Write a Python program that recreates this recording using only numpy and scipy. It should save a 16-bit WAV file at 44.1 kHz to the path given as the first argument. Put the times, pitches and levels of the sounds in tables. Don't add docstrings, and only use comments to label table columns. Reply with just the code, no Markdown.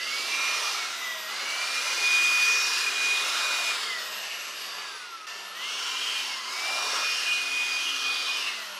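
import sys
import numpy as np
from scipy import signal
from scipy.io import wavfile
from scipy.ndimage import uniform_filter1d, map_coordinates

SR = 44100
rng = np.random.default_rng(int(sys.argv[2]) if len(sys.argv) > 2 else 0)


def store_pcm(level_fs):
    pcm = np.round(np.clip(level_fs, -1, 1) * 32767).astype(np.int16)
    wavfile.write(sys.argv[1], SR, np.atleast_2d(pcm).T)


def rack_gain(trim_db):
    fader = np.asarray(trim_db, float)
    return 10 ** (fader / 20)


N = 388006
HOP, FRAME = 256, 1024


def evened(x):
    return x / np.sqrt(np.mean(x ** 2) + 1e-20)


def read(points, hz, edge_db=None):
    f, value = np.transpose(points)
    return np.interp(np.log(hz + 1), np.log(f + 1), value, left=edge_db, right=edge_db)


def columns(table, t):
    s, *rest = np.transpose(table)
    return [np.interp(t, s, c) for c in rest]


def drift(rate_hz):
    lowpass = signal.butter(2, rate_hz, fs=SR, output="sos")
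    return evened(signal.sosfilt(lowpass, rng.standard_normal(N)))


def tone(hz):
    return np.sqrt(2) * np.sin(2 * np.pi * np.cumsum(hz) / SR)


def hump(hz, centre_hz, width_hz):
    return 1 / (1 + (2 * (hz - centre_hz) / width_hz) ** 2)


def passing(t, s, length):
    return np.exp(-(2 * (t - s) / length) ** 2)


def layer(shape, level_db, hz, lo_hz, hi_hz):
    shape = shape * np.ones(len(level_db))
    band = (hz > lo_hz) & (hz < hi_hz)
    return shape / shape[band].sum(0) * rack_gain(2 * level_db)


def noise(power, same):
    a, b, c, d = rng.standard_normal(power.shape[::-1] + (4,)).T
    left = a + 1j * b
    right = same * left + np.sqrt(1 - same ** 2) * (c + 1j * d)
    z = np.array([left, right]) * np.sqrt(power)
    return np.sqrt(2 / 3) * signal.istft(z, nperseg=FRAME, noverlap=FRAME - HOP)[1][:, :N]


def patches(frames, bins, shape):
    field = rng.standard_normal(shape[::-1]).T
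    for _ in range(2):
        field = uniform_filter1d(uniform_filter1d(field, bins, 0), frames, 1)
    return evened(field)


# frequency in Hz, left-right likeness [0-1].
LIKENESS = [(60, .3), (130, 0.94), (290, 0.95), (640, 0.97), (1410, 0.98), (3100, 0.97), (6820, 0.96),
            (15000, 0.81)]
# frequency in Hz, density in dB per Hz.
YARD = [(12, -86), (20, -56.5), (429, -18.5), (937, -27), (1310, -18), (1500, -16), (2860, -13),
        (7170, -31.5), (11200, -33), (15600, -51)]
YARD_DB = -49.5


def yard():
    hz = np.fft.rfftfreq(FRAME, 1 / SR)[:, None]
    power = rack_gain(2 * read(YARD, hz)) * np.ones(N // HOP + 5)
    same = np.clip(read(LIKENESS, hz) - .1, 0, 1)
    return rack_gain(YARD_DB) * evened(noise(power, same))


FULL_HZ = 2460
OPENING_HZ = {0: 1971, 5.267: 1793}
# start in seconds, goal blade-pass pitch in Hz, time constant in seconds.
TRIGGER = [(0, 2448, .191), (.683, 1724, .386), (1.269, 2462, .199), (2.769, 2443, .111),
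           (2.943, 2498, .625), (3.26, 2451, .026), (3.708, 881, .692), (3.979, 1698, .443),
           (4.805, 407, .986), (5.267, 1752, .177), (5.532, 2456, .186), (6.208, 1059, .554),
           (6.427, 2465, .175), (8.373, 924, .62)]


def speed(t):
    hz = np.zeros(len(t))
    for s, goal_hz, lag in TRIGGER:
        from_hz = OPENING_HZ.get(s) or np.interp(s, t, hz)
        glide_hz = goal_hz + (from_hz - goal_hz) * np.exp(-np.maximum(t - s, 0) / lag)
        hz = np.where(t >= s, glide_hz, hz)
    return hz


SQUEAL_FADE = .18
HALF_SQUEAL_DB = -60
# start and end in seconds, start pitch in Hz, slope in Hz per blade-pass Hz, level in dB.
SQUEALS = [
    (.94, 1.35, 12400, 2.7, -50),
    (3.95, 4.3, 12200, 3.2, -52),
    (4.25, 4.83, 11680, 3.6, -53),
    (4.8, 5.1, 11380, 6.9, -60),
    (5.08, 5.25, 11750, 5.7, -65),
    (5.272, 5.56, 11550, 9, -60),
    (5.54, 5.64, 11550, 3.6, -57),
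    (8.58, 8.84, 12100, 2.9, -57),
]


def squeal(start, end, start_hz, slope, db):
    t = np.arange(N) / SR
    blade_hz, fade = speed(t), SQUEAL_FADE * (end - start)
    hz = start_hz + slope * (blade_hz - np.interp(start, t, blade_hz))
    wobble_hz = 40 * drift(27) + 60 * drift(180)
    hz = hz + wobble_hz
    gate = np.interp(t, [start, start + fade, end - fade, end], [0, 1, 1, 0])
    level = rack_gain(db + 2.2 * drift(8) + 1.6 * drift(30))
    return gate * (level * tone(hz) + rack_gain(HALF_SQUEAL_DB) * tone(hz / 2))


SHAFT_DB, SHAFT_LAW = -64, 2.5
THIRD_DB, THIRD_RING_DB = -66, 10
THIRD_RING_HZ, THIRD_RING_WIDTH_HZ = 625, 110
# centre and length in seconds, shaft change and third-order change in dB.
SHADES = [(.68, .3, -14, 0), (1.15, .55, 1, 3), (1.05, .2, 0, 2), (1.26, .06, 0, 8), (4, .25, 0, 1),
          (4.25, .25, 0, -10), (1.55, .15, -10, 0), (2.3, .9, -4, 0), (4.6, .6, -3, -6),
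          (5.12, .4, -18, -12), (5.45, .5, -3, -10), (6.35, .3, -3, -12), (6.6, .15, -14, 0),
          (7.9, 1.2, 3, 0), (8.7, .3, 0, 0)]


def shaft_hum(shaft_hz, pace):
    t = np.arange(N) / SR
    first_db = SHAFT_DB + 10 * SHAFT_LAW * np.log10(pace)
    third_db = THIRD_DB + THIRD_RING_DB * hump(3 * shaft_hz, THIRD_RING_HZ, THIRD_RING_WIDTH_HZ)
    for s, length, first_shade_db, third_shade_db in SHADES:
        shade = passing(t, s, length)
        first_db = first_db + first_shade_db * shade
        third_db = third_db + third_shade_db * shade
    first = rack_gain(first_db + 2.0 * drift(8.9)) * tone(shaft_hz)
    third = rack_gain(third_db + 2.5 * drift(16)) * tone(3 * shaft_hz + 4 * drift(28))
    return first + third


WHINE_FLOOR_DB, WHINE_LAW = -48, 4.5
# centre and length in seconds, peak level in dB.
GLINTS = [(0.094, 0.8, -39.3), (0.143, 0.048, -33.2), (0.453, 0.28, -31.1), (.335, .04, -33),
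          (0.672, 0.054, -33.4), (0.819, 0.145, -38.1), (1.087, 0.138, -36.1), (1.599, 0.71, -36.6),
          (1.784, 0.04, -30), (1.816, .02, -33), (2.06, .06, -28), (8.305, .04, -33), (1.64, .07, -36),
          (1.88, .04, -31), (1.915, .035, -32), (1.987, .03, -29.5), (2.182, 0.334, -23.1),
          (2.465, 0.422, -24.4), (2.745, 0.09, -33.5), (2.82, .04, -32), (2.846, .03, -27),
          (2.878, 0.045, -26.5), (2.917, .03, -32), (3.087, 0.282, -26.3), (3.525, 0.427, -33.2),
          (3.698, 0.086, -30.4), (3.932, 0.142, -35.2), (4.162, 0.6, -50), (3.46, .1, -34),
          (5.15, .05, -42), (5.97, .2, -42), (5.116, 0.8, -45.9), (5.632, 0.243, -43.2),
          (6.182, 0.085, -35.8), (6.328, 0.074, -40.6), (6.41, .1, -44), (6.726, 0.4, -34.0),
          (7.077, 0.175, -30.8), (7.337, 0.148, -28.4), (7.623, 0.653, -30.8), (8.082, 0.074, -28.8),
          (8.139, 0.339, -34.5), (8.335, 0.14, -31.5), (8.575, 0.267, -45.5), (8.49, .04, -41),
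          (7.61, .07, -32), (7.765, .08, -33)]
NULL_LEAK = .35
NULLS = [.097, .308, .59, .615, .715, .955, .98, 1.36, 1.385, 1.41, 1.44, 1.83, 1.84, 1.865, 1.968, 2.004,
         2.785, 2.795, 3.35, 4.46, 4.49, 4.7, 4.73, 4.99, 5.87, 6.06, 6.25, 6.45, 6.53, 6.958, 7.2, 7.45,
         7.503, 8.25, 8.33, 8.39, 8.415, 8.435, 8.45, 8.462]


def blade_whine(blade_hz, pace):
    t = np.arange(N) / SR
    slow = t[::64]
    beam = sum(rack_gain(2 * db) * passing(slow, s, length) ** 2 for s, length, db in GLINTS)
    level = np.sqrt(np.interp(t, slow, beam) + rack_gain(2 * WHINE_FLOOR_DB) * pace ** WHINE_LAW)
    whine = level * rack_gain(1.2 * drift(23)) * tone(blade_hz)
    for null in NULLS:
        whine *= NULL_LEAK + (1 - NULL_LEAK) * np.tanh(abs(t - null) / .012)
    octave = rack_gain(-63 + 3 * drift(6)) * tone(2 * blade_hz)
    return whine + octave


BLADES = 9


def fan():
    blade_hz = speed(np.arange(N) / SR)
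    pace = blade_hz / FULL_HZ
    shaft_hz = blade_hz / BLADES * (1 + 0.001 * drift(35))
    return blade_whine(BLADES * shaft_hz, pace) + shaft_hum(shaft_hz, pace)


RUSH_DB, JET_DB, PIPE_DB, FIZZ_DB = -33, -43, -40, -45
RUSH_LAW, JET_LAW, PIPE_LAW, FIZZ_LAW = 5.76, 4.83, 6.6, 7.15
FIZZ_FACING, FIZZ_NEAR = 0.85, 0.29
PIPE_WANDER_HZ, PIPE_WANDER_DB = 50, 1.2
# time in seconds, intake toward camera in dB, nozzle near the sheet in dB,
# nozzle toward camera in dB, nozzle pipe pitch in Hz.
STANCE = [(0, -0.5, -2.5, 8, 2760), (.6, 0, 2, -2, 2670), (1.1, 0, 1, 2, 3000), (1.6, -1, 0, 4, 2780),
          (2.2, 3, 0, -12, 3120), (2.78, 3, -0.5, -8, 2800), (2.9, 0, 0.5, 4, 3000),
          (3.7, 0.5, 1.5, 6, 3280), (4.3, 0.5, 1.5, 10, 2730), (5.2, 0.5, 0, -2, 2850),
          (5.52, -4, -3.5, 5, 2880), (5.72, -3, -3.5, 7.5, 2900), (6.2, -2, -3, 4.5, 3030),
          (6.62, -1, 0.5, 0, 2810), (7.04, -2.5, 4, -1, 2800), (7.065, -0.5, -5, 4.5, 2880),
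          (8.2, -4, -3.5, 6.5, 3250), (8.5, -1.5, -2, 11, 2760)]


def held(t):
    facing_db, near_db, aim_db, pipe_hz = columns(STANCE, t)
    speed_db = 10 * np.log10(speed(t) / FULL_HZ)
    wander = patches(frames=14, bins=1, shape=(2, len(t)))
    rush_db = RUSH_DB + RUSH_LAW * speed_db + facing_db
    jet_db = JET_DB + JET_LAW * speed_db + near_db
    pipe_db = PIPE_DB + PIPE_LAW * speed_db + aim_db + PIPE_WANDER_DB * wander[0]
    fizz_db = FIZZ_DB + FIZZ_LAW * speed_db + FIZZ_FACING * facing_db + FIZZ_NEAR * near_db
    return rush_db, jet_db, pipe_db, pipe_hz + PIPE_WANDER_HZ * wander[1], fizz_db


# frequency in Hz, density in dB per Hz.
RUSH = [(530, -47), (900, -38), (1020, -27.5), (1350, -14), (1750, -10), (2310, -8.5), (2420, -4),
        (2530, -1.5), (2600, -6.5), (3210, -10), (4260, -10), (4790, -8), (8000, -27), (10400, -46),
        (17600, -120)]
JET = [(59, -75), (100, -45), (160, -36.5), (261, -18), (301, -18.5), (362, -10.5), (827, -5.5),
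       (1240, 0.5), (2040, -13), (2300, -0.5), (2990, -28), (5060, -120)]
FIZZ = [(3530, 1), (6000, -1.5), (8610, -9.5), (10400, -11.5), (13700, -20.5), (15600, -26)]


def airflow(hz, t):
    rush_db, jet_db, pipe_db, pipe_hz, fizz_db = held(t)
    f = hz[:, None]
    jet_db = uniform_filter1d(jet_db, size=5)
    power = layer(rack_gain(2 * read(RUSH, f, -49)), rush_db, hz, 3330, 7800)
    power += layer(rack_gain(2 * read(JET, f, -60)), jet_db + 2.5, hz, 450, 1200)
    power += layer(hump(f, pipe_hz, 570) ** 2, pipe_db - 3.0, hz, 2820, 3800)
    power += layer(rack_gain(2 * read(FIZZ, f, -60)), fizz_db + 2.5, hz, 7087, 8650)
    return power


SWELL_WIDTH_HZ, SWELL_WIDENS = 320, 0.047
# centre and length in seconds, pitch in Hz, gain in dB.
SWELLS = [(0.18, 0.35, 4700, 7.5), (0.58, 0.47, 5870, 7), (1.15, 0.29, 4300, -7), (1, .8, 1380, 0.5),
          (1.96, 0.22, 1440, -2), (2.45, 0.45, 4050, -7), (2.605, 0.38, 5690, 10), (3.5, 0.79, 3800, 3.5),
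          (3.4, 0.41, 5400, -1), (3.95, 0.6, 5800, -5), (4.35, 1, 7700, 5), (4.43, .3, 6440, 7),
          (4.74, 1, 4680, 6), (4.8, 0.29, 4100, -5), (5.805, .25, 5440, 8.5), (6.1, 0.47, 3170, 6.5),
          (6.744, 0.23, 750, 10.5), (7, 0.64, 5500, 9), (7.2, 1, 4200, -2), (7.744, 0.12, 4800, 9.5),
          (7.75, 0.89, 3300, 5), (7.9, 0.24, 2870, 9), (8.2, 0.36, 3840, 5.5), (8.2, 0.51, 4720, 9),
          (8.3, 0.69, 7500, -5), (8.718, 0.37, 2850, -8.5), (5.3, .3, 9500, -6), (7.3, 0.32, 2850, 5.5),
          (2.21, 0.26, 3270, 5.5), (5.8, 1, 2950, 1.5), (7.8, 0.33, 6330, 7), (8.65, .3, 3530, -7),
          (3.65, .3, 4260, -3), (2.76, .25, 4800, 5.5), (2.56, .2, 6420, 6.5), (3.15, .3, 4400, -4),
          (6.03, .3, 4260, 4), (2.66, .3, 5360, 5), (1.95, .3, 6200, 5.5), (2.07, .2, 6750, -6),
          (7.58, .3, 4130, -5), (5.74, .3, 6300, 6), (7.95, .3, 5810, 5.5), (1.76, .3, 5040, -5),
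          (2.73, 0.27, 7700, -4), (5.87, .3, 3700, -5), (5.4, .3, 4000, -6), (2.42, .15, 5700, -4.5),
          (1.64, .3, 4600, 4), (1.3, .3, 6500, -2)]
NARROW_WIDTH_HZ = 350
# centre and length in seconds, pitch in Hz, gain
# in dB.
NARROW_SWELLS = [(6.35, 0.28, 2770, 6), (6, .25, 3200, -2), (6, .3, 2820, 2), (5.6, 0.32, 2500, -5),
                 (0.2, .3, 1460, -6), (6.5, .3, 1300, 3.5), (1.5, .3, 3700, -5), (.55, .4, 8700, 5),
                 (7, .2, 510, -4.5), (6.33, .25, 5340, 7), (3.5, 0.28, 1470, 3), (2.17, .3, 1290, -3),
                 (6.5, .3, 5600, -5), (5, .2, 8800, -5), (4.45, .5, 8000, 3), (4.4, .3, 5100, 2), (3, .3, 6400, -3),
                 (4.5, .25, 4780, -5), (2.5, .25, 6700, -3), (6.5, .3, 3570, -4), (8, .3, 3570, -4),
                 (0, .3, 1000, -3), (2.69, .3, 5800, -4), (6.88, 0.18, 950, -2), (-0.5, .25, 3320, -6),
                 (0.5, 0.33, 1590, -4), (0.2, 0.36, 2840, -5), (3.39, .3, 3000, -5), (6, .25, 2000, -5),
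                 (3, .3, 980, -5), (0.4, .3, 2200, 5), (7.5, .25, 1890, -6), (7.69, 0.24, 1290, 4),
                 (5, .3, 1460, -7), (7, .3, 2700, 2), (6.5, 0.33, 2200, -6), (4.16, .3, 3500, 5),
                 (6.5, .3, 1000, -1.5), (1, .3, 3700, 6), (3.5, 0.34, 1500, 3), (1, 0.34, 1050, -5),
                 (0.5, .2, 1400, 3), (1.5, 0.18, 2800, 4), (9, .1, 2750, -2), (8.77, .1, 2900, 6), (5, .35, 3500, 4),
                 (1.95, 0.073, 2440, -6), (8, .08, 2200, -6), (4.6, .4, 1800, -1), (4, .1, 5250, 6)]
BRIEF_S = .25
# centre in seconds, pitch in Hz, gain in dB.
BRIEF_SWELLS = [(0, 3270, -4), (.05, 5510, 3), (.17, 2840, 4), (.38, 990, -3), (.4, 1680, 5), (.44, 5080, -3),
                (.67, 2840, -3), (.68, 1200, 4), (1.51, 3660, 4), (1.57, 1030, -3), (1.81, 5990, -3),
                (2.41, 3620, -3), (2.97, 990, 4), (3.36, 5900, -3), (3.45, 1000, -4), (3.4, 3900, 3),
                (3.6, 4570, -3), (3.61, 5170, -3), (3.83, 1420, 3), (5.27, 4780, -5), (5.38, 1460, -4),
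                (5.15, 600, -4), (5.92, 2900, 3), (6.52, 5600, 3), (7.09, 6330, 4), (7.74, 6290, -3),
                (8.0, 2850, 3), (8.2, 3650, 4), (8.3, 4050, 3), (2.95, 1550, 4), (6.05, 3200, 3),
                (1.17, 4100, -4), (3.2, 3900, 3), (.78, 1100, 3)]
GLIDE_WIDTH_HZ = 290
# start and end in seconds, start and end pitch in Hz, gain in dB.
GLIDES = [(0.5, .5, 8000, 6800, -5), (0.6, .65, 5600, 4800, -5), (1.5, 1.45, 6300, 7300, -4),
          (1.5, 2.3, 3500, 3000, -4), (2, 2.32, 4900, 4550, 4), (2.5, 3.2, 3200, 4600, -4),
          (3.5, 4.2, 4300, 4200, -4), (3.5, 3.6, 4600, 5700, 4.5), (3, 4.3, 5500, 4900, 3),
          (3.5, 3.95, 5000, 4100, -3), (4, 4.45, 7400, 6400, -5), (3.1, 3.7, 3900, 3950, 3.5),
          (3.3, 3.6, 5700, 6500, -4), (5, 5.4, 6300, 5500, 4), (6, 6.6, 4100, 3200, -1),
          (6.5, 7, 5000, 6000, 4), (7, 7.8, 3350, 4300, -5), (8.5, 8.1, 4100, 3400, -4),
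          (7.5, 7.75, 2950, 3400, 2.5), (7.95, 8.35, 3000, 3800, 3.5), (8, 8.65, 3350, 2640, 3.5),
          (6.15, 6.45, 3000, 2700, 2), (0, 0.42, 2900, 2700, 4), (5.5, 5.62, 5900, 5400, -5),
          (1, 1.87, 3700, 4500, 4.5), (7.45, 7.85, 3450, 3800, 3), (-0.5, 0.38, 6500, 6000, 5),
          (1.7, 2.2, 6100, 5500, 4), (3, 3.7, 4500, 4550, -3), (3.5, 4.05, 4700, 4400, 5),
          (.75, 1.1, 6900, 6600, -4), (5.7, 6.6, 7100, 7300, -4), (4, 4.1, 6500, 6200, 4.5),
          (8, 8.7, 2950, 2800, -4), (5.05, 5.26, 4600, 3900, -4), (2, 1.9, 5300, 5400, -3),
          (5.5, 5.95, 3150, 3300, 4.5), (6, 6.4, 2800, 2880, 2.5), (6, 6.45, 3500, 3100, -5),
          (0.2, 2.2, 1500, 1900, -2.5)]


def reflections(f, t):
    gain_db = np.zeros((len(f), len(t)))
    for s, length, mid_hz, db in SWELLS:
        width_hz = SWELL_WIDTH_HZ + SWELL_WIDENS * mid_hz
        gain_db += db * hump(f, mid_hz, width_hz) ** 2 * passing(t, s, length)
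    for s, length, mid_hz, db in NARROW_SWELLS:
        gain_db += db * hump(f, mid_hz, NARROW_WIDTH_HZ) ** 2 * passing(t, s, length)
    for s, mid_hz, db in BRIEF_SWELLS:
        gain_db += db * hump(f, mid_hz, NARROW_WIDTH_HZ) ** 2 * passing(t, s, BRIEF_S)
    for start, end, start_hz, end_hz, db in GLIDES:
        share = np.clip((t - start) / (end - start), 0, 1)
        ridge = hump(f, start_hz + share * (end_hz - start_hz), GLIDE_WIDTH_HZ) ** 2
        gain_db += db * ridge * np.sqrt(abs(np.sin(np.pi * share)))
    return gain_db


# time in seconds, pitch factor.
SWING = [(0, 1.1), (.55, .95), (.85, 1), (1.25, .92), (1.6, 1.04), (2, 1.05), (2.4, .96), (2.8, .95),
         (3.55, 1.12), (4.4, .93), (4.8, .97), (5.25, .9), (6.1, 1.05), (6.5, .93), (7.05, 1.05),
         (7.7, 1.1), (8.25, 1.08), (8.8, .92)]


def flutter(f, t):
    shape = (len(f), len(t))
    streaks_db = 2.3 * patches(frames=30, bins=3, shape=shape) / (1 + f / 12000)
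    bins, frames = np.indices(shape)
    swung = [bins / columns(SWING, t)[0], frames]
    blotches = map_coordinates(patches(frames=26, bins=5, shape=shape), swung, order=1, mode="nearest")
    blotches_db = 2.1 * blotches * f / (f + 5000)
    gusts_db = 1.3 * patches(frames=5, bins=400, shape=shape) * f / (f + 9000)
    return streaks_db + blotches_db + gusts_db


# pitch in Hz, width in Hz, gain in dB.
CASING = [(413, 54, 4.5), (664, 110, 1), (866, 140, -1.5), (1029, 79, 5.5), (1297, 170, 2.5), (1380, 67, 6),
          (1656, 55, 4), (2040, 200, 3), (2374, 110, -7.5), (2524, 67, -3.5), (2810, 95, 5),
          (3580, 24, 2.5), (3350, 350, 1.26), (4450, 200, -0.5), (4700, 170, -0.5), (7560, 200, -1)]


def air():
    hz, t = np.fft.rfftfreq(FRAME, 1 / SR), np.arange(N // HOP + 5) * HOP / SR
    f = hz[:, None]
    power = airflow(hz, t)
    casing_db = sum(db * hump(f, mid_hz, width_hz) for mid_hz, width_hz, db in CASING)
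    colour_db = casing_db + reflections(f, t) + flutter(f, t)
    return noise(power * rack_gain(2 * colour_db), np.clip(read(LIKENESS, f), 0, 1))


# time in seconds, left minus right level in dB.
BEARING = [
    (0, -2.8),
    (.6, -2.4),
    (1, -.9),
    (1.7, -1.3),
    (2.2, -.4),
    (3.2, -1),
    (3.7, -.3),
    (5, 0),
    (7.6, -.3),
    (8.8, -.1),
]


def scene():
    pan_db = columns(BEARING, np.arange(N) / SR)[0]
    tones = fan() + sum(squeal(*row) for row in SQUEALS)
    blower = (air() + tones) * rack_gain(np.outer([.5, -.5], pan_db))
    return blower + yard()


def narrowed(x):
    mid, side = (x[0] + x[1]) / 2, (x[0] - x[1]) / 2
    hz, t, z = signal.stft(side, SR, nperseg=2048)
    wide_db = abs(columns(BEARING, t)[0])
    odds = rng.standard_normal(len(t)) + .7 * rng.standard_normal((len(t), 9)).T
    group = np.digitize(hz, np.geomspace(1400, 11000, 8))
    pull = np.where(hz < 7000, 1.3, .4)[:, None]
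    kept = (odds[group] + wide_db * pull > 1.4) | (hz[:, None] < 800)
    side = signal.istft(z * kept, SR, nperseg=2048)[1][:N]
    return np.array([mid + side, mid - side])


HOLE_WIDTH_HZ, HOLE_EDGE_S = 300, .002
# centre and length in seconds, pitch in Hz.
HOLES = [
    (1.664, .016, 2390),
    (1.896, .012, 2420),
    (1.951, .02, 2430),
    (2.856, .012, 2440),
    (2.906, .014, 2450),
    (7.055, .03, 1030),
    (7.345, .03, 2000),
]


def holed(x):
    out = x.copy()
    for s, length, hz in HOLES:
        near = slice(round((s - .05) * SR), round((s + .05) * SR))
        edges_hz = [hz - HOLE_WIDTH_HZ / 2, hz + HOLE_WIDTH_HZ / 2]
        band = signal.butter(2, edges_hz, "band", fs=SR, output="sos")
        away = abs(np.arange(near.start, near.stop) / SR - s) - length / 2
        gate = np.clip(.5 - away / HOLE_EDGE_S, 0, 1)
        out[:, near] -= gate * signal.sosfiltfilt(band, x[:, near])
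    return out


def band_limit(x):
    return signal.sosfilt(signal.butter(12, 15790, fs=SR, output="sos"), x)


SHOTS = [
    (0, 5.266),
    (5.268, 8.8),
]


def record(dry):
    cut = signal.sosfilt(signal.butter(2, 120, "high", fs=SR, output="sos"), dry)
    lowpass = signal.butter(1, 300, fs=SR, output="sos")
    rumble = signal.sosfilt(lowpass, rng.standard_normal(dry.shape))
    end, start = SHOTS[0][1], SHOTS[1][0]
    dip = np.interp(np.arange(N) / SR, [end - .006, end + 0.0013, start], [1, .15, 1])
    mix = holed(narrowed(cut + rack_gain(-80.0) * evened(rumble)) * dip)
    return band_limit(mix)


dry = scene()
out = record(dry)
store_pcm(out)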